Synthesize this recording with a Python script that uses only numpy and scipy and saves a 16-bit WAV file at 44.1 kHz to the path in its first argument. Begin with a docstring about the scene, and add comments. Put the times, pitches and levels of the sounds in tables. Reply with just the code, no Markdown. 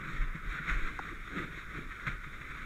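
"""The hiss of a fire hose fills a smoky room, surging as the jet moves. The microphone sits inside
the sealed case of a camera worn on a firefighter's gear, so the spray comes through thin and boxy.
Close by, clothing rustles and the hose drags. Right at the microphone, gear knocks and scuffs the
case and jolts it into a low rumble, and about a second in one drop of water plops on it."""
import sys
import numpy as np
from scipy import signal
from scipy.fft import rfft, irfft
from scipy.io import wavfile
from scipy.ndimage import uniform_filter1d

SR = 44100
rng = np.random.default_rng(int(sys.argv[2]) if len(sys.argv) > 2 else 0)


def generate_wav(sig):
    """Save sig (samples, or channels by samples) to the path in sys.argv[1] as 16-bit PCM at SR."""
    pcm = np.round(np.clip(np.atleast_2d(sig).T, -1, 1) * 32767).astype(np.int16)
    wavfile.write(sys.argv[1], SR, pcm)


N = 116865
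T = np.arange(N) / SR


def amp(db):
    """Decibels to gain."""
    return 10 ** (np.asarray(db) / 20)


def unit(x):
    """Scales to rms 1."""
    return x / np.sqrt(np.mean(x ** 2) + 1e-20)


def level(points):
    """Gain over time from (s, dB) points."""
    return amp(np.interp(T, *np.transpose(points)))


def colour(x, points):
    """Filters x by a curve of (Hz, dB) points and scales it to rms 1."""
    point_hz, db = np.transpose(points)
    hz = np.fft.rfftfreq(N, 1 / SR)
    gain = amp(np.interp(np.log(hz + 1), np.log(point_hz), db))
    return unit(irfft(rfft(x) * gain, N))


def flutter(rate_hz, depth_db):
    """A gain that wanders at random."""
    hz = np.fft.rfftfreq(N, 1 / SR)
    band = hz / rate_hz * np.exp(-(hz / rate_hz) ** 2)
    wander = irfft(rfft(rng.standard_normal(N)) * band, N)
    return amp(depth_db * unit(wander))


def grains(per_s, spread_db, share):
    """Tiny impacts of uneven size in smooth noise; share is their part of the power."""
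    hits = (rng.random(N) < per_s / SR) * rng.choice([-1, 1], N)
    sizes = amp(spread_db * np.minimum(rng.exponential(1, N), 4))
    return np.sqrt(share) * unit(hits * sizes) + np.sqrt(1 - share) * rng.standard_normal(N)


def patchy(x, depth_db):
    """Narrow patches of the spectrum swell and fade at random."""
    frames = dict(nperseg=1024, noverlap=768)
    spectra = signal.stft(x, **frames)[2]
    patches = uniform_filter1d(rng.standard_normal(spectra.shape), size=3, axis=0)
    patches = unit(uniform_filter1d(patches, size=12, axis=1))
    return signal.istft(spectra * amp(depth_db * patches), **frames)[1][:N]


def case(x):
    """The sealed case round the microphone passes mostly 1-4 kHz."""
    # Hiss as it comes through the case. Each row: frequency in Hz, relative level in dB.
    response = [(300, -17.5), (600, -20), (850, -25.5), (1000, -14.5), (1250, -1), (1430, 1.5),
                (1750, -3.5), (2060, -2), (2350, -5), (2850, -22.5), (3200, -20.5), (3700, -13.5),
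                (4100, -25.5), (4500, -35), (5150, -42.5), (5550, -29), (6150, -40), (6600, -27),
                (7100, -35.5), (7700, -34), (8500, -43.5), (15000, -49)]
    return colour(x, response)


def spray():
    """Out in the room, the jet throws dense droplets in a hiss that surges as it moves."""
    # Strength of the spray. Each row: time in seconds, level in dB.
    surges = [(0, -42.5), (.14, -43.5), (.26, -44.5), (.32, -47), (.41, -50.5), (.48, -45), (.58, -39.5),
              (.64, -45.5), (.72, -38), (.81, -42.5), (.86, -39.5), (.93, -45.5), (1.01, -45),
              (1.09, -43.5), (1.17, -50), (1.25, -47.5), (1.31, -46.5), (1.38, -39), (1.45, -43),
              (1.50, -50), (1.58, -43), (1.65, -51.5), (1.78, -42.5), (1.87, -50.5), (2.0, -47),
              (2.12, -43), (2.19, -53), (2.36, -48), (2.46, -47.5), (2.54, -45), (2.65, -46)]
    # Swing of the treble on top of that. 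Each row: time in seconds, gain in dB.
    treble_swing = [(0, -6), (.14, 4), (.3, -6), (.45, 0.5), (.53, 4.5), (.6, -3.5), (.7, 3), (.76, -1),
                    (.81, 1.5), (.97, 0), (1.08, 1.5), (1.4, 1), (1.57, 2.5), (1.64, 2.5), (1.78, 0),
                    (1.92, 2), (2.08, 0), (2.25, 1.5), (2.65, 0.5)]
    droplets = patchy(grains(per_s=1200, spread_db=1.5, share=0.23), depth_db=1.9)
    hiss = case(droplets) * flutter(rate_hz=22, depth_db=0.8)
    treble = signal.sosfiltfilt(signal.butter(3, 2800, "high", fs=SR, output="sos"), hiss)
    return (hiss - treble + treble * level(treble_swing)) * level(surges)


def background():
    """A faint, steady noise lies under everything."""
    # Its colour. Each row: frequency in Hz, relative level in dB.
    spectrum = [(30, 2.5), (100, 5), (400, -15), (900, -19.5), (3000, -42.5), (5000, -23.5),
                (9000, -26), (15000, -29.5)]
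    return amp(-60) * colour(rng.standard_normal(N), spectrum)


def rustle():
    """Heavy clothing and hose shift close to the microphone with a muffled grain."""
    # Colour of the rustle. Each row: frequency in Hz, relative level in dB.
    muffled = [(40, 3), (80, -5), (115, -2.5), (150, 2.5), (210, -6), (330, -6.5), (450, -14), (600, -21.5),
               (900, -32.5), (2000, -54)]
    # Strength of the movement. Each row: time in seconds, level in dB.
    movement = [(0, -43.5), (.17, -48), (.3, -53), (.41, -56), (.49, -46), (.64, -52), (.72, -42.5),
                (.86, -48), (1.0, -49.5), (1.12, -51.5), (1.23, -57.5), (1.39, -46.5), (1.55, -50),
                (1.66, -55), (1.78, -44.5), (1.95, -56), (2.09, -43), (2.19, -56.5), (2.45, -51.5),
                (2.65, -50.5)]
    return colour(grains(per_s=150, spread_db=0, share=0.39), muffled) * level(movement)


def rumble():
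    """The camera sways all the time, and each jolt rocks it and its microphone for a few cycles."""
    # Jolts. Each row: centre and half-width in seconds, pitch in Hz, peak level in dB.
    jolts = [(.15, 0.023, 24, -31), (0.213, 0.023, 29, -22.5), (0.288, 0.039, 25.7, -30.5),
             (0.49, 0.026, 34.5, -31), (0.724, 0.015, 34, -24.5), (.768, .018, 32.5, -25),
             (.845, 0.042, 16.8, -26.5), (2.13, 0.068, 33.8, -36)]
    # Colour of the sway. Each row: frequency in Hz, relative level in dB.
    sway = [(8, -11.5), (22, 1), (45, -4.5), (70, -13.5), (130, -30.5), (400, -68)]
    out = np.zeros(N)
    for centre, width, hz, db in jolts:
        t = T - centre
        out += amp(db) * np.exp(-(t / width) ** 2) * np.sin(2 * np.pi * (hz * t + rng.random()))
    return out + amp(-47.5) * colour(rng.standard_normal(N), sway)


def knocks(rise_s=0.0036):
    """Soft blows of gear on the case ring a few low, damped modes."""
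    # Blows. Each row: start in seconds, level in dB, base pitch in Hz.
    blows = [(0.141, -39, 131), (0.223, -37.5, 135.6), (.347, -31.5, 156), (.45, -41, 105),
             (0.596, -35, 152), (.68, -39, 160), (1.368, -28.5, 174.5), (1.44, -38.5, 152),
             (2.067, -29.5, 133), (2.264, -41.5, 141)]
    # Modes. Each row: multiple of the base pitch, gain in dB, seconds to fall 60 dB.
    modes = [(0.999, 1.5, .11), (1.5, -7.5, 0.055), (2.1, -12, 0.075), (3.05, -24, 0.072)]
    out = np.zeros(N)
    for start, db, hz in blows:
        t = np.maximum(T - start, 0)
        attack = 1 - np.exp(-t / rise_s)
        for ratio, mode_db, t60 in modes:
            ring = np.sin(2 * np.pi * (hz * ratio * t + rng.random()))
            out += amp(db + mode_db - 60 * t / t60) * attack * ring
    return out


def scuffs():
    """Gear scrapes the case in short, gritty strokes, right at the microphone."""
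    # Strokes. Each row: peak time, rise and decay in seconds, level in dB.
    strokes = [(.228, .012, .015, -42.5), (.36, 0.017, 0.019, -43), (0.698, 0.022, 0.025, -31.5),
               (1.92, 0.017, 0.012, -42), (2.071, 0.0033, .018, -29), (2.246, 0.028, 0.023, -44.5),
               (2.335, .005, 0.019, -46), (2.413, 0.0021, 0.0093, -40)]
    # Colour of a scrape outside the case. Each row: frequency in Hz, relative level in dB.
    scrape = [(250, 4), (700, -3), (1050, 1), (1400, -2.5), (2100, 1.5), (3700, -3.5), (7000, -2),
              (12000, -3)]
    push = sum(amp(db) * np.exp(np.where(T < peak, (T - peak) / rise, (peak - T) / decay))
               for peak, rise, decay, db in strokes)
    grit = colour(grains(per_s=990, spread_db=3, share=0.28), scrape)
    return push * case(grit)


def hose_rubs():
    """The hose drags nearby with a hollow, grainy sound."""
    # Drags. 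Each row: centre and half-width in seconds, level in dB.
    drags = [(.88, 0.12, -56), (1.12, 0.061, -51), (1.39, 0.086, -44), (1.78, 0.043, -50)]
    # Colour of the rubbing hose. Each row: frequency in Hz, relative level in dB.
    hollow = [(100, -32), (180, -6.5), (265, -2), (325, 2), (420, -7), (520, -13.5), (700, -25),
              (1500, -54)]
    push = sum(amp(db) * np.exp(-((T - centre) / width) ** 2) for centre, width, db in drags)
    return push * colour(grains(per_s=400, spread_db=0.5, share=0.32), hollow)


def plop():
    """A drop lands on the case with a tick and four blips, each lower and weaker than the last."""
    first_s, first_db, first_hz, width_s = 0.9917, -25, 1330, 0.00095
    gap_s, step_db, pitch_ratio = 0.0024, -3.5, 0.76  # from one rebound to the next
    blips = np.zeros(N)
    for k in range(4):
        t = T - first_s - k * gap_s
        tone = np.cos(2 * np.pi * (first_hz * pitch_ratio ** k * t + rng.random()))
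        blips += amp(first_db + k * step_db) * np.exp(-(t / width_s) ** 2) * tone
    t = np.maximum(T - first_s + width_s, 0)
    splash = colour(rng.standard_normal(N), [(500, 7), (1800, -13), (3000, -10), (5800, -3), (9000, -28)])
    tick = splash * (t > 0) * np.exp(-t / 0.0036)
    return blips + amp(-48) * tick


def scene():
    """The room, the gear and the case, all at the one microphone."""
    steady = background()
    return (spray() + scuffs() + rustle() + hose_rubs() + knocks() + rumble() + plop() + steady)[None]


def record(dry):
    """The camera cuts off the highest treble."""
    lowpass = signal.firwin(511, cutoff=15650, window=("kaiser", 9), fs=SR)
    return signal.oaconvolve(dry, lowpass[None], "same")


dry = scene()
out = record(dry)
generate_wav(out)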